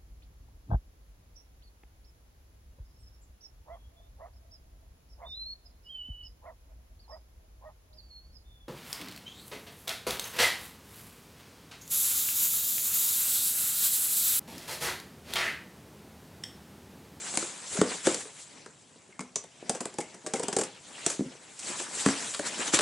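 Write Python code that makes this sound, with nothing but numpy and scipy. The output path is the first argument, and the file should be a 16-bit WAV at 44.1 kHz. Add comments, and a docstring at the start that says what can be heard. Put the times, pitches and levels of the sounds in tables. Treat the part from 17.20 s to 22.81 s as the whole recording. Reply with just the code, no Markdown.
"""Short bright snaps and hollow booms: a blade picks at the taped seam of a flat cardboard box.
The box is turned and dragged on a cloth-covered table, heard close up in a small quiet room.
Contacts are shaped noise bursts that ring box modes; dragging is coloured noise that follows level curves.
Loose tape crinkles in dry ticks, the blade twangs as dying tones, and faint room tone lies beneath."""
import sys
import numpy as np
from scipy import signal
from scipy.fft import rfft, irfft, next_fast_len
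from scipy.io import wavfile
from scipy.ndimage import uniform_filter1d, map_coordinates

SR = 44100
rng = np.random.default_rng(int(sys.argv[2]) if len(sys.argv) > 2 else 0)


def wav_record(signal):
    """Record a signal, one row per channel, as 16-bit PCM in the file named by sys.argv[1]."""
    frames = np.transpose(np.atleast_2d(signal))
    bounded = np.clip(frames, -1, 1)
    # unit amplitude maps onto the largest positive 16-bit level
    quanta = np.round(bounded * 32767).astype(np.int16)
    wavfile.write(sys.argv[1], SR, quanta)


N = 247621


def amp(db):
    """Amplitude factor of a level in dB."""
    return 10 ** (np.asarray(db) / 20)


def unit(x):
    """x scaled to RMS 1."""
    return x / np.sqrt(np.mean(x ** 2) + 1e-20)


def along(points, hz):
    """Curve through (Hz, value) points, read on a log frequency axis."""
    point_hz, value = np.transpose(points)
    return np.interp(np.log(hz + 1), np.log(point_hz + 1), value)


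def wobble(rate_hz):
    """A smooth random curve, rate_hz knots a second."""
    knots = rng.standard_normal(int(N * rate_hz / SR) + 4)
    return map_coordinates(knots, [np.arange(N) * rate_hz / SR])


def filtered(x, response):
    """x times a response of frequency."""
    size = next_fast_len(x.shape[-1] + 8192)
    spectrum = rfft(x, size) * response(np.fft.rfftfreq(size, 1 / SR))
    return irfft(spectrum, size)[..., :x.shape[-1]]


def causal(colour, size=2048):
    """Minimum-phase impulse response of energy 1 with this colour, by folding the cepstrum."""
    magnitude = amp(along(colour, np.fft.rfftfreq(size, 1 / SR)))
    cepstrum = irfft(np.log(magnitude + 1e-4))
    cepstrum[1:size // 2] *= 2
    cepstrum[size // 2 + 1:] = 0
    impulse = irfft(np.exp(rfft(cepstrum)))
    return impulse / np.linalg.norm(impulse)


def patchy_noise(colour, grain_db, patchy_db):
    """Coloured stereo noise of RMS 1, uneven in fine grains and in patches of pitch and time."""
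    # Left-right likeness. Each row: frequency in Hz, correlation from 0 to 1.
    likeness = [(60, 0.99), (250, 0.79), (1000, 0.58), (4000, 0.87), (9000, 0.85)]
    grain = amp(grain_db * wobble(700))
    z = signal.stft(grain * rng.standard_normal((2, N)), nperseg=256)[2]
    field = uniform_filter1d(rng.standard_normal(z.shape[1:]), 6, 0)
    field = uniform_filter1d(field, 10, 1)
    pair = signal.istft(z * amp(patchy_db * unit(field)), nperseg=256)[1][:, :N]

    def mid_side(hz):
        angle = np.arccos(np.clip(along(likeness, hz), -1, 1)) / 2
        return amp(along(colour, hz)) * [np.cos(angle), np.sin(angle)]

    mid, side = filtered(pair, mid_side)
    return unit(np.array([mid + side, mid - side]))


def room_tone():
    """Steady faint noise of the quiet room."""
    # Each row: frequency in Hz, relative level in dB.
    air_colour = [(15, -30), (45, -1.5), (142, 10), (385, -2), (1280, -9.5), (1690, -25), (5340, -42),
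                  (7640, -33), (11200, -28), (14600, -57), (22000, -120)]
    return amp(-61) * patchy_noise(air_colour, grain_db=0.5, patchy_db=1.2)


def rubbing():
    """Dragging card hisses, rasps and shakes the hollow box; fibres catch and the drag jerks a little."""
    # Noise colours. Each row: frequency in Hz, relative level in dB.
    hiss_colour = [(2350, -3.5), (4000, -2.5), (5360, -3), (7540, 6.5), (9470, -2), (11200, -9.5),
                   (14600, -57), (22000, -120)]
    rasp_colour = [(530, -28), (900, -9), (1830, -5), (4800, -10.5), (6240, -11.5), (10600, -120)]
    rumble_colour = [(18, -74), (30, -42), (91, -27), (112, -22.5), (182, -5.5), (1000, -10), (1300, -91),
                     (2200, -120)]
    # One list a stretch of handling. Each row: time in seconds, hiss level in dB, rasp level in dB.
    drags = [
        [(0, -43, -53.5), (0.085, -37.5, -41.5), (0.13, -39, -48), (0.21, -36, -54.5), (0.27, -41, -50.5),
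         (0.41, -47, -52.5)],
        [(0.47, -43, -53), (0.535, -34.5, -86), (0.57, -35.5, -43), (0.65, -44, -45), (0.72, -37, -38.5),
         (0.83, -43.5, -56.5), (0.865, -27.5, -35), (0.96, -40.5, -43), (1.01, -38, -55.5), (1.1, -53, -52.5),
         (1.2, -45, -85), (1.3, -54, -57.5), (1.42, -58.5, -54)],
        [(1.5, -60, -63), (1.95, -63, -66), (2.3, -61.5, -62.5), (2.45, -57.5, -53.5), (3.04, -57.5, -59),
         (3.3, -54, -46.5), (3.5, -56, -52.5), (3.6, -55, -58.5)],
        [(3.74, -51, -54), (3.83, -46.5, -45.5), (3.88, -36.5, -43), (3.93, -37, -48), (3.98, -48.5, -55),
         (4.1, -56, -55.5), (4.3, -54.5, -58)],
        [(4.375, -51, -59), (4.48, -35.5, -41.5), (4.55, -41, -41), (4.6, -33.5, -51), (4.68, -46, -47),
         (4.81, -30.5, -43.5), (4.85, -35.5, -39), (4.91, -33, -36), (4.95, -40, -39.5), (5.03, -35.5, -43),
         (5.17, -40, -51), (5.24, -43.5, -45.5)],
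        [(5.269, -32.5, -36), (5.31, -41.5, -44), (5.37, -41.5, -41), (5.41, -33.5, -35), (5.445, -38.5, -41),
         (5.48, -33, -35), (5.52, -43.5, -44), (5.545, -18, -29), (5.615, -51, -35)],
    ]
    rumble_mean_db, rumble_per_rasp = -56, 0.88  # dB before jerk; dB swing per dB of rasp swing
    time_s, *levels = np.concatenate(drags).T
    hiss_db, rasp_db = (np.interp(np.arange(N) / SR, time_s, db) for db in levels)
    rumble_db = rumble_mean_db + rumble_per_rasp * (rasp_db - rasp_db.mean())
    jerk = wobble(30)
    hiss = amp(hiss_db + 0.43 * jerk) * patchy_noise(hiss_colour, grain_db=1.0, patchy_db=2.0)
    rasp = amp(rasp_db + 1.0 * jerk) * patchy_noise(rasp_colour, grain_db=1.0, patchy_db=3.5)
    rumble = amp(rumble_db + 0.6 * jerk) * patchy_noise(rumble_colour, grain_db=3, patchy_db=2.2)
    return hiss + rasp + rumble


def room(x):
    """One sound and its answer from the walls; each frequency dies at its own speed."""
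    # Reverberation. Each row: frequency in Hz, T60 in seconds.
    decay = [(150, 0.21), (500, 0.29), (1500, 0.31), (6000, 0.24), (11000, 0.15)]
    delay_samples, wet_db = 130, -6.5
    hz, t, z = signal.stft(rng.standard_normal((2, SR // 3)), SR, nperseg=256)
    fade = amp(-60 * t / along(decay, hz)[:, None])
    common, apart = signal.istft(z * fade, SR, nperseg=256)[1]
    # close ports differ mostly in the treble
    tail = common + 0.5 * np.diff(apart, prepend=0) * np.array([[1], [-1]])
    tail = amp(wet_db) * tail / np.linalg.norm(tail[0])
    wet = signal.fftconvolve(np.pad(x, (delay_samples, 0))[None], tail, axes=1)
    return wet + np.pad(x, (0, wet.shape[1] - len(x)))


def box_boom(t, boom_db, boom_hz, boom_t60_s, burst_t60_s, focus):
    """Panel and cavity modes ring, strongest near boom_hz; a higher focus keeps to fewer modes."""
    # Each row: mode frequency in Hz, relative level in dB.
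    box_modes = [(160, -65), (205, -5.5), (265, -1), (325, -2.5), (375, 0.5), (432, 2.5), (525, 2.5),
                 (600, -1), (655, -3), (740, -6), (860, 0.5), (1035, -56)]
    hz, mode_db = (column[:, None] for column in np.transpose(box_modes))
    # a blow reaches modes below its centre more easily than above
    focus_db = focus * np.where(hz > boom_hz, 17, 9)  # dB per squared octave
    scatter_db = rng.normal(0, 1.57, hz.shape)
    weight = amp(mode_db - focus_db * np.log2(hz / boom_hz) ** 2 + scatter_db)
    # each hit shifts the modes a little at random, which blurs the box's pitch
    detune = 1 + rng.normal(0, 0.071, hz.shape)
    mode_t60_s = max(boom_t60_s, 0.01) * np.sqrt(boom_hz / hz)  # higher modes die sooner
    t = np.maximum(t - 0.00307, 0)  # the panels answer a little after the crack
    ring = weight * amp(-60 * t / mode_t60_s) * np.sin(2 * np.pi * hz * detune * t)
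    attack = 1 - np.exp(-t / (0.062 * burst_t60_s))
    return amp(boom_db) * np.sqrt(2) * ring.sum(0) * attack / np.linalg.norm(weight)


def contact(crack_db, click_db, clack_db, boom_db, boom_hz, burst_t60_s, boom_t60_s, focus=1):
    """A ragged burst of tiny slips in three colours, with the box modes it rings."""
    # Burst colours. Each row: frequency in Hz, relative level in dB.
    crack_colour = [(2820, -71), (4800, -13), (8000, -2.5), (10500, -15), (11200, -15.5), (14600, -49),
                    (22000, -120)]
    click_colour = [(1500, -16), (2300, -2.5), (4800, -2.5), (7000, -30)]
    clack_colour = [(600, -7), (1100, 7.5), (1700, 4.5), (2300, -3.5), (3500, -40)]
    t = np.arange(SR // 4) / SR
    burst_t60_s = max(burst_t60_s, 0.003)
    # longer contacts start softer
    shape = amp(-60 * t / burst_t60_s) * (1 - np.exp(-t / (0.07 * burst_t60_s)))
    # slips come about a millisecond apart
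    slips = amp(4 * unit(uniform_filter1d(rng.standard_normal(len(t)), 30)))
    bursts = rng.standard_normal((3, len(t))) * slips * shape
    bursts *= np.linalg.norm(shape) / np.linalg.norm(bursts, axis=1, keepdims=True) / shape.max()
    gains = amp([crack_db, click_db, clack_db])
    sound = box_boom(t, boom_db, boom_hz, boom_t60_s, burst_t60_s, focus)
    for gain, burst, colour in zip(gains, bursts, (crack_colour, click_colour, clack_colour)):
        sound += gain * signal.fftconvolve(burst, causal(colour))[:len(t)]
    return sound


def twang(ring_db, hz, t60_s):
    """Steel in a loose grip: a dying tone whose phase wanders, more so at high pitch."""
    t = np.arange(SR // 4) / SR
    wander = np.sqrt(hz / 1.5e5) * np.cumsum(rng.standard_normal(len(t)))
    attack = 1 - np.exp(-t / 0.00058)
    return amp(ring_db - 60 * t / t60_s) * np.sin(2 * np.pi * hz * t + wander) * attack


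def crinkle(click_db, boom_db):
    """Loose tape and flaps under the fingers: a dry tick of middle pitch."""
    return contact(click_db - 1, click_db, click_db - 3, boom_db,
                   boom_hz=544, burst_t60_s=0.023, boom_t60_s=0.045)


def knock(boom_db, boom_hz, boom_t60_s, clack_db):
    """A blunt contact: mostly the box itself, in the modes near the centre of the blow."""
    return contact(clack_db - 2, clack_db - 7, clack_db, boom_db, boom_hz,
                   burst_t60_s=0.017, boom_t60_s=boom_t60_s, focus=2.7)


def snap(crack_db, boom_db, burst_t60_s):
    """A bright contact on the taped seam; the thin blade spreads over many modes."""
    boom_share = 0.26  # the clack follows the boom (1) or the crack (0)
    clack_db = crack_db - 11 + boom_share * (boom_db - crack_db)
    return contact(crack_db, crack_db - 9, clack_db, boom_db,
                   boom_hz=486, burst_t60_s=burst_t60_s, boom_t60_s=0.05, focus=0.072)


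def contacts():
    """All contacts and twangs in the room; each gets a freshly drawn echo tail."""
    # The blade slips free. Each row: start in seconds, ring level in dB, pitch in Hz, T60 in seconds.
    twangs = [(1.925, -47, 2130, 0.043), (1.993, -36, 2185, 0.077), (2.157, -19, 6130, 0.03),
              (2.160, -25.5, 6980, 0.049), (2.806, -40, 2156, 0.15), (3.152, -37.5, 2140, 0.14)]
    # Tape and flaps. Each row: start in seconds, click level in dB, boom level in dB.
    crinkles = [(5.138, -37, -55), (5.145, -33, -41), (5.568, -31, -33), (5.588, -21.5, -25),
                (5.593, -28, -21.5), (5.607, -24, -30)]
    # Edges, fingers and blade on the box. Each row: start in seconds, boom level in dB,
    # boom centre in Hz, boom T60 at that centre in seconds, clack level in dB.
    knocks = [(0.225, -31.5, 450, 0.095, -35.5), (0.55, -33, 448, 0.071, -50), (0.572, -32, 600, 0.14, -37),
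              (0.586, -19.5, 190, 0.071, -39), (0.613, -9, 337, 0.042, -22.5),
              (0.869, -11.5, 384, 0.06, -20.5), (1.052, -42.5, 482, 0.07, -47.5),
              (1.46, -41.5, 397, 0.045, -45), (1.757, -48, 400, 0.04, -66), (1.888, -49, 450, 0.045, -70),
              (1.992, -34.5, 218, 0.15, -36.5), (2.424, -31, 420, 0.027, -66),
              (3.991, -19.5, 240, 0.05, -53), (4.005, -20, 277, 0.09, -56), (4.059, -29.5, 216, 0.062, -60),
              (4.15, -43, 442, 0.03, -55), (4.598, -34.5, 440, 0.07, -31.5), (4.86, -12, 255, 0.11, -21),
              (4.885, -18, 322, 0.023, -28), (5.193, -22.5, 493, 0.038, -30.5),
              (5.535, -18, 382, 0.05, -28)]
    # Blade through tape and card. Each row: start in seconds, crack level in dB, boom level in dB,
    # burst T60 in seconds.
    snaps = [(0.137, -40, -31, 0.062), (0.153, -29, -41, 0.015), (0.1728, -14, -26.5, 0.0078),
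             (0.943, -24, -30.5, 0.015), (2.005, -38.5, -32, 0.031), (2.158, -26.5, -31.5, 0.015),
             (2.238, -47.5, -40, 0.024), (2.494, -20.5, -19, 0.019), (2.543, -41.5, -22.5, 0.11),
             (2.604, -33, -23, 0.041), (2.655, -28, -28, 0.011), (2.739, -45.5, -41, 0.022),
             (2.784, -30, -19.5, 0.021), (2.802, -36, -33, 0.046), (2.943, -47, -39, 0.033),
             (3.04, -61, -35, 0.055), (3.062, -34, -23.5, 0.047), (3.135, -26, -17, 0.029),
             (3.153, -41, -26.5, 0.12), (3.195, -33.5, -22, 0.029), (3.23, -32.5, -24, 0.032),
             (3.281, -29.5, -20, 0.029), (3.327, -30.5, -24, 0.031), (3.364, -24.5, -16.5, 0.029),
             (3.385, -26.5, -17, 0.041), (3.41, -27.5, -21.5, 0.028), (3.435, -29, -40, 0.021),
             (3.863, -17, -22.5, 0.013), (3.899, -29.5, -33, 0.029), (4.388, -39.5, -72, 0.079)]
    out = np.zeros((2, N + SR))
    for make, table in ((twang, twangs), (crinkle, crinkles), (knock, knocks), (snap, snaps)):
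        for start_s, *controls in table:
            heard = room(make(*controls))
            start = round(start_s * SR)
            out[:, start:][:, :heard.shape[1]] += heard
    return out[:, :N]


def scene():
    """Room tone, dragging and contacts together."""
    return room_tone() + rubbing() + contacts()


def record(dry):
    """Two microphone ports of slightly different colour lose deep bass and all above the band limit."""
    # Port difference. Each row: frequency in Hz, left over right in dB.
    port_lean = [(250, 0.35), (1000, 2), (4000, 1.25), (9000, 1.3)]
    bass_hz, top_hz = 90, 11150

    def response(hz):
        ports = amp(along(port_lean, hz) * np.array([[0.5], [-0.5]]))
        bass_cut = (1j * hz / (1j * hz + bass_hz)) ** 2
        return ports * bass_cut / (1 + (hz / top_hz) ** 120)

    return filtered(dry, response)


dry = scene()
out = record(dry)
wav_record(out)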